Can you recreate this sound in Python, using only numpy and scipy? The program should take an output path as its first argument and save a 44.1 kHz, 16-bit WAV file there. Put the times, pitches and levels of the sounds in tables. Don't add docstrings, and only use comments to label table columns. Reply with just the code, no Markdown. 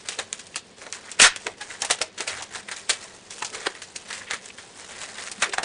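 import sys
import numpy as np
from scipy import signal
from scipy.fft import rfft, irfft, next_fast_len
from scipy.io import wavfile
from scipy.ndimage import uniform_filter1d, minimum_filter1d, map_coordinates

SR = 44100
rng = np.random.default_rng(int(sys.argv[2]) if len(sys.argv) > 2 else 0)


def store_wav(level_fs):
    pcm = np.round(np.clip(np.atleast_2d(level_fs), -1, 1) * 32767)
    wavfile.write(sys.argv[1], SR, pcm.T.astype(np.int16))


N = 248724

# time in seconds, force in dB, brightness in dB.
TEAR = [(1.187, -48, 0), (1.194, -23, -2), (1.212, -16.5, 2), (1.228, -13, 4), (1.241, -10, -3),
        (1.257, -11.5, -2), (1.277, -17.5, -2), (1.287, -30, -4), (1.31, -48, -4)]
# frequency in Hz, width in Hz, level in dB.
SHEET_MODES = [(600, 90, -11), (860, 80, -8), (1380, 70, 0), (1630, 90, -1), (1860, 110, -1),
               (2240, 120, -4), (2840, 110, -6), (3080, 90, -5), (3380, 90, -6), (3730, 110, -8)]
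# time in seconds, tick, crackle and brightness in dB, crackle t60 in seconds.
BUCKLES = [(0.0873, -18.5, -24.5, 7, 0.12), (.12, -38, -32, 4, 0.2), (0.189, -40, -22, 2, .12),
           (0.329, -19.5, -29.5, 4, 0.086), (.394, -31.5, -34, 5.5, 0.1), (.468, -45, -36, 17, 0.045),
           (.559, -17.5, -24.5, 9, 0.11), (.866, -45, -32.5, -6, 0.034), (.926, -21, -30.5, 3, 0.15),
           (1.116, -29, -30, 15, 0.081), (1.1997, 7, -12, -1, 0.051), (1.206, -3.5, -28, -6, 0.034),
           (1.2175, 16.5, -26, 11, 0.017), (1.3616, -20.5, -25, 4.5, 0.057),
           (1.4678, -16.5, -23, -2.5, 0.058), (1.61, -50, -31, 4, 0.17), (1.752, -48, -35.5, -10, 0.033),
           (1.82, -25, -14, 16, 0.036), (1.848, -39, -20.5, 14, 0.08), (1.901, -18.5, -18, 1.5, 0.075),
           (1.908, -15, -12, 9, 0.1), (1.988, -45, -28.5, 2, 0.032), (2.015, -40, -15, 8, 0.066),
           (2.179, -44, -29.5, 3, 0.23), (2.206, -21, -23.5, 3, .1), (2.276, -45, -23.5, 4.5, 0.16),
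           (2.423, -38, -27.5, 14, 0.082), (2.556, -29, -29, 1.5, 0.079), (2.687, -24, -29.5, -4.5, 0.066),
           (2.714, -35, -26, -1.5, 0.13), (2.764, -38, -33, 5, 0.26), (2.895, -18, -15, 6.5, 0.13),
           (3.424, -44, -22.5, 2, 0.037), (3.447, -37, -22.5, 13, 0.078), (3.669, -15.5, -13.5, -8, 0.031),
           (3.751, -31.5, -40, -1, 0.3), (3.819, -35, -32, 5.5, 0.14), (3.96, -35, -25, 18, 0.065),
           (4.105, -50, -28.5, -4, 0.079), (4.129, -22, -31.5, 1.5, 0.25), (4.31, -15, -19.5, -5.5, 0.067),
           (4.333, -37, -24.5, -2, 0.13), (4.584, -38, -35.5, 0, 0.13), (5.184, -32, -28, -1, 0.046),
           (5.223, -31, -32, 1.5, 0.084), (5.316, -27, -26.5, 20, .055), (5.423, -29, -13, -1, 0.037),
           (5.428, -12.5, -18, -2.5, 0.14), (5.494, -45, -28, 4, 0.025), (5.536, -30, -18.5, 1.5, 0.053),
           (5.583, -17, -23.5, -5.5, 0.065), (5.632, -19, -22.5, 1, 0.19)]
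# time in seconds, level in dB, pitch in Hz.
PANEL_FLIPS = [(.188, -33.5, 550), (0.559, -45, 706), (.824, -45, 530), (.866, -39.5, 603),
               (1.467, -30.5, 476), (1.821, -33, 807), (1.848, -35.5, 740), (1.902, -27.5, 722),
               (2.0094, -30, 636), (2.202, -32.5, 470), (2.556, -36, 860), (2.898, -39.5, 379),
               (3.422, -28, 856), (3.669, -38, 513), (5.425, -28, 794), (5.536, -31, 754),
               (5.583, -24.5, 760), (5.632, -32, 443)]
# multiple of its pitch, level in dB, t60 in seconds.
PANEL_MODES = [(.72, -19.5, 0.14), (1, 4, 0.077), (1.47, -10.5, 0.026), (2.1, -2, 0.051)]
# start and length in seconds, level and brightness in dB.
STROKES = [(0.048, 0.019, -36.5, -0.5), (0.809, 0.021, -40, -1), (0.944, 0.029, -40.5, 0),
           (1.025, 0.17, -49, -5), (1.395, 0.093, -45, 5), (1.65, 0.3, -42, 1), (1.824, 0.016, -34.5, -12),
           (2.264, 0.13, -34, -4), (2.506, 0.1, -40, 0.5), (2.927, .22, -42.5, 2.5), (3.299, 0.2, -42, 8.5),
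           (3.395, .02, -44.5, 10), (3.524, .15, -35, -1), (3.944, .02, -44, 5), (4.048, 0.24, -42, 2),
           (4.416, 0.073, -50, 15), (4.625, .14, -50.5, 4.5), (4.751, 0.14, -44, 3.5),
           (4.885, 0.37, -36.5, 1), (5.306, 0.13, -41.5, 0)]
# start and end in seconds, level change in dB.
PAUSES = [(0.245, 0.327, -2.5), (0.616, 0.778, -7), (1.54, 1.563, -15), (2.084, 2.136, -4),
          (3.19, 3.297, -1)]
# centre and half length in seconds, level in dB, pitch in Hz.
SCRAPES = [(.546, 0.003, -34, 2270), (1.089, 0.0078, -39.5, 1700), (1.62, 0.014, -44, 1670),
           (1.71, 0.0077, -33.5, 2000), (2.905, .008, -18.5, 3770), (2.42, 0.019, -37.5, 890),
           (3.414, 0.005, -46, 1500), (4.218, 0.011, -38, 1570), (4.283, 0.016, -40, 2300),
           (4.505, 0.0044, -36.5, 2550), (5.527, 0.0034, -31, 2980)]
BUMPS = [(.198, 0.022, -43, 474), (1.222, 0.0062, -27, 178), (1.473, 0.017, -35, 420),
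         (2.39, 0.082, -54.5, 80), (3.57, 0.059, -42, 445), (3.674, 0.0039, -21.5, 481),
         (5.39, 0.026, -45.5, 196), (5.435, 0.011, -45, 202), (5.49, 0.039, -40, 408)]
SQUEAK = (1.619, .011, -33, 835)
# frequency in Hz, level in dB.
BODY_SPECTRUM = [(60, -26), (180, -23), (290, -28), (430, -8), (1000, -5), (1400, 1), (1900, 3),
                 (2800, -5.5), (4000, -4.5), (6000, -29), (10000, -31)]
FIBRE_SPECTRUM = [(200, -37), (1200, -36), (2500, 1.5), (3700, 0), (5200, 1), (7500, 1.5), (10000, -2.5)]
POCKET_SPECTRUM = [(60, -4), (180, -6), (280, -2.5), (430, 4), (700, 3.5), (1000, 3.5), (2000, -15),
                   (8000, -79.5)]
HUSH_SPECTRUM = [(15, -64), (25, -24), (97, 4), (148, -2), (195, 7), (305, -1), (467, 5), (942, -17),
                 (1440, -14), (1630, -7.5), (4670, -9), (8310, -30), (9900, -30), (12900, -24),
                 (21800, -120)]
# frequency in Hz, t60 in seconds.
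ROOM_DECAY = [(150, 0.26), (500, 0.22), (2000, 0.3), (9000, 0.13)]

STRAIN_S = 0.0021
HOLD_DB, HOLD_BRIGHT_DB = -51.5, 5
TOP_HZ = 10350


def rip(ring_db=-9, snaps_db=1, puff_db=-25, puff_hz=45, puff_s=0.011):
    now = np.arange(N) / SR
    times, force_db, bright_db = np.transpose(TEAR)
    force = amp(np.interp(now, times, force_db)) * (now > times[0]) * (now < times[-1])
    dull, sharp = shares(np.interp(now, times, bright_db))
    parting = lambda: force * grains(rate=9000, spread_db=2.5)
    hz = np.fft.rfftfreq(SR // 4, 1 / SR)
    modes = irfft(sum((-1) ** k * amp(db) * 1j * hz * width / (centre ** 2 - hz ** 2 + 1j * hz * width)
                      for k, (centre, width, db) in enumerate(SHEET_MODES)))
    ring = signal.fftconvolve(dull * parting(), modes / np.linalg.norm(modes))[:N]
    flex = coloured(dull * parting(), BODY_SPECTRUM)
    snaps = coloured(sharp * parting(), FIBRE_SPECTRUM)
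    air = unit(signal.sosfilt(signal.butter(2, puff_hz, fs=SR, output="sos"), rng.standard_normal(N)))
    lag = np.exp(-1 / (puff_s * SR))
    gust = signal.lfilter([1 - lag], [1, -lag], force)
    return amp(ring_db) * ring + flex + amp(snaps_db) * snaps + amp(puff_db) * gust * air


def creases(tick_db=5, tick_s=.00045, body_db=1, fibre_db=-1, facet_db=1, hollow_db=-18):
    body, fibres, hollow = np.zeros((3, N))
    t = np.arange(-SR // 16, SR // 4) / SR
    tick_decay = (t >= 0) * np.exp(-np.maximum(t, 0) / tick_s)
    for s, tick, crackle, bright, t60 in BUCKLES:
        rise_s = STRAIN_S / 2 ** (bright / 5.5)
        facet_hz = np.clip(3500 * 2 ** (bright / 4.5), 1150, 8500)
        dying = amp(crackle) * buckle_shape(t, rise_s, t60)
        for track, share, db in zip((body, fibres), shares(bright), (body_db, fibre_db)):
            snap = amp(tick + tick_db) * tick_decay * rng.choice([-1, 1], len(t))
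            facet = amp(facet_db) * resonance(snap, facet_hz, q=4)
            crackles = amp(db) * dying * grains(rate=6000, spread_db=5, size=len(t))
            add(track, s + t[0], share * (snap + facet + crackles))
        add(hollow, s + t[0], amp(hollow_db) * dying * grains(rate=6000, spread_db=9, size=len(t)))
    sheet = coloured(body, BODY_SPECTRUM) + coloured(fibres, FIBRE_SPECTRUM)
    return sheet + coloured(hollow, POCKET_SPECTRUM)


def pops(ring_db=-1, flutter_db=-1, hollow_db=-6, attack_s=.0015, settle_t60_s=0.13, scatter_db=1.5):
    hollow, panels = np.zeros((2, N))
    t = np.arange(-SR // 16, SR // 4) / SR
    age = np.maximum(t, 0)
    attack = 1 - np.exp(-age / attack_s)
    for s, pop_db, hz in PANEL_FLIPS:
        dying = amp(pop_db) * buckle_shape(t, STRAIN_S, settle_t60_s)
        drive = grains(rate=6000, spread_db=1, size=len(t))
        flutter = unit(resonance(resonance(drive, hz, q=1.1), hz, q=1.1))
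        ring = sum(amp(db + rng.normal(0, scatter_db) - 60 * age / t60)
                   * np.sin(2 * np.pi * hz * ratio * age) for ratio, db, t60 in PANEL_MODES)
        add(hollow, s + t[0], amp(hollow_db) * dying * drive)
        add(panels, s + t[0], amp(flutter_db) * dying * flutter + amp(pop_db + ring_db) * ring * attack)
    return coloured(hollow, POCKET_SPECTRUM) + panels


def buckle_shape(t, rise_s, t60, strain_db=-7, flex_db=-21, flex_s=0.012):
    before = np.minimum(t, 0)
    strain = amp(flex_db) * np.exp(before / flex_s) + amp(strain_db) * np.exp(before / rise_s)
    return np.where(t >= 0, amp(-60 * np.maximum(t, 0) / t60), strain)


def rustle(rub_db=-1, hollow_db=-4, slip_s=0.0031, uneven_db=2.5, tick_db=-4):
    body, fibres = sliding() * amp(uneven_db * wobble(rate=28))
    hollow = amp(HOLD_DB + hollow_db) * (np.hypot(body, fibres) / amp(HOLD_DB)) ** 0.54
    slip_starts = np.abs(grains(rate=160, spread_db=8))
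    slips = signal.lfilter([1], [1, -np.exp(-1 / (slip_s * SR))], slip_starts)
    catch = unit(1 + .5 * unit(slips))
    ticks = amp(tick_db) * grains(rate=130, spread_db=2)
    hiss = coloured(fibres * (catch * grains(rate=4400, spread_db=1.5) + ticks), FIBRE_SPECTRUM)
    flex = coloured(body * (catch * grains(rate=3000, spread_db=0.5) + ticks), BODY_SPECTRUM)
    pocket = coloured(hollow * grains(rate=2800, spread_db=2), POCKET_SPECTRUM)
    return amp(rub_db) * (hiss + flex) + pocket


def sliding(attack_s=0.0076, sag_db_per_s=11.5, release_db_per_s=235):
    now = np.arange(N) / SR
    rest_db = sum(db * ((now > start) & (now < end)) for start, end, db in PAUSES)
    held = amp(HOLD_DB + uniform_filter1d(1. * rest_db, size=1000))
    power = np.outer(shares(HOLD_BRIGHT_DB), held) ** 2
    for s, length, db, bright in STROKES:
        age = np.maximum(now - s, 0)
        fade_db = sag_db_per_s * age + release_db_per_s * np.maximum(age - length, 0)
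        stroke = amp(db - fade_db) * np.minimum(age / attack_s, 1)
        power += np.outer(shares(bright), stroke) ** 2
    return np.sqrt(power)


def bending(x, treble_db=2):
    spectra = signal.stft(x, nperseg=256)[2]
    wander = uniform_filter1d(rng.standard_normal(spectra.shape), size=6, axis=0)
    wander = unit(uniform_filter1d(wander, size=5, axis=1))
    depth_db = treble_db * np.minimum(np.fft.rfftfreq(256, 1 / SR) / 3000, 1)[:, None]
    return signal.istft(spectra * amp(depth_db * wander), nperseg=256)[1][:N]


def touches(rows, q):
    track = np.zeros(N)
    t = np.arange(-SR // 8, SR // 4) / SR
    for s, half_length, db, hz in rows:
        swell = np.exp(-(t / half_length) ** 2)
        rub = resonance(resonance(rng.standard_normal(len(t)), hz, q), hz, q)
        add(track, s + t[0], amp(db) * unit(swell * rub) * np.sqrt(np.mean(swell ** 2)))
    return track


def squeak(second_db=1, third_db=-9, roughness=0.017):
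    s, half_length, db, hz = SQUEAK
    waver = unit(uniform_filter1d(rng.standard_normal(N), size=90))
    phase = 2 * np.pi * np.cumsum(hz * (1 + roughness * waver)) / SR
    tone = np.sin(phase) + amp(second_db) * np.sin(2 * phase) + amp(third_db) * np.sin(3 * phase)
    swell = np.exp(-((np.arange(N) / SR - s) / half_length) ** 2)
    return amp(db) * swell * unit(tone)


def room(x, wet_db=-15.5, positions=19):
    place = np.linspace(0, positions - 1, N)
    wet = np.zeros(N)
    for k in range(positions):
        crossfade = np.sqrt(np.maximum(1 - abs(place - k), 0))
        wet += signal.oaconvolve(x * crossfade, room_tail())[:N]
    return x + amp(wet_db) * wet


def room_tail(onset_s=0.00021):
    hz, t, spectra = signal.stft(rng.standard_normal(SR // 3), SR, nperseg=256)
    decay = amp(-60 * t / along(ROOM_DECAY, hz)[:, None])
    echo = signal.istft(spectra * decay, SR, nperseg=256)[1]
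    echo *= 1 - np.exp(-np.arange(len(echo)) / SR / onset_s)
    return echo / np.linalg.norm(echo)


def hush():
    return coloured(rng.standard_normal(N), HUSH_SPECTRUM)


def grains(rate, spread_db, size=N):
    strength = amp(spread_db * np.minimum(rng.exponential(size=size), np.pi))
    return unit((rng.random(size) < rate / SR) * strength * rng.choice([-1, 1], size))


def shares(bright_db):
    ratio = amp(bright_db)
    return 1 / np.hypot(1, ratio), ratio / np.hypot(1, ratio)


def coloured(x, spectrum, size=4096):
    hz = np.fft.rfftfreq(size, 1 / SR)
    gain = amp(along(spectrum, hz))
    gain /= np.sqrt(np.mean(gain ** 2 * (hz < TOP_HZ)))
    cepstrum = irfft(np.log(gain))
    cepstrum[1:size // 2] *= 2
    cepstrum[size // 2 + 1:] = 0
    return signal.fftconvolve(x, irfft(np.exp(rfft(cepstrum))))[:N]


def resonance(x, hz, q):
    return signal.lfilter(*signal.iirpeak(hz, q, SR), x)


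def wobble(rate):
    return map_coordinates(rng.standard_normal(N // 100), [np.arange(N) * rate / SR], mode="wrap")


def along(points, hz):
    knots_hz, values = np.transpose(points)
    return np.interp(np.log(hz + 1), np.log(knots_hz), values)


def add(track, s, sound):
    start = max(0, round(s * SR))
    part = track[start:start + len(sound)]
    part += sound[:len(part)]


def amp(db):
    return 10 ** (np.asarray(db) / 20)


def unit(x):
    return x / np.sqrt(np.mean(x ** 2) + 1e-20)


def band_limited(x, edge_hz=600):
    size = next_fast_len(N + SR // 4)
    edge = np.clip((TOP_HZ - np.fft.rfftfreq(size, 1 / SR)) / edge_hz, 0, 1)
    return irfft(rfft(x, size) * np.sin(np.pi / 2 * edge) ** 2, size)[..., :N]


def scene(paper_db=-1, hush_db=-53):
    hands = touches(SCRAPES, q=1.4) + touches(BUMPS, q=2.9)
    crackle = bending(creases() + pops() + rustle())
    paper = room(crackle + rip() + squeak() + hands)
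    return (amp(paper_db) * paper + amp(hush_db) * hush())[None]


def record(dry):
    x = band_limited(dry)
    needed_gain = np.minimum(1, .95 / (np.abs(x) + 1e-9))
    smooth_gain = uniform_filter1d(minimum_filter1d(needed_gain, size=25), size=25)
    return band_limited(x * smooth_gain)


dry = scene()
out = record(dry)
store_wav(out)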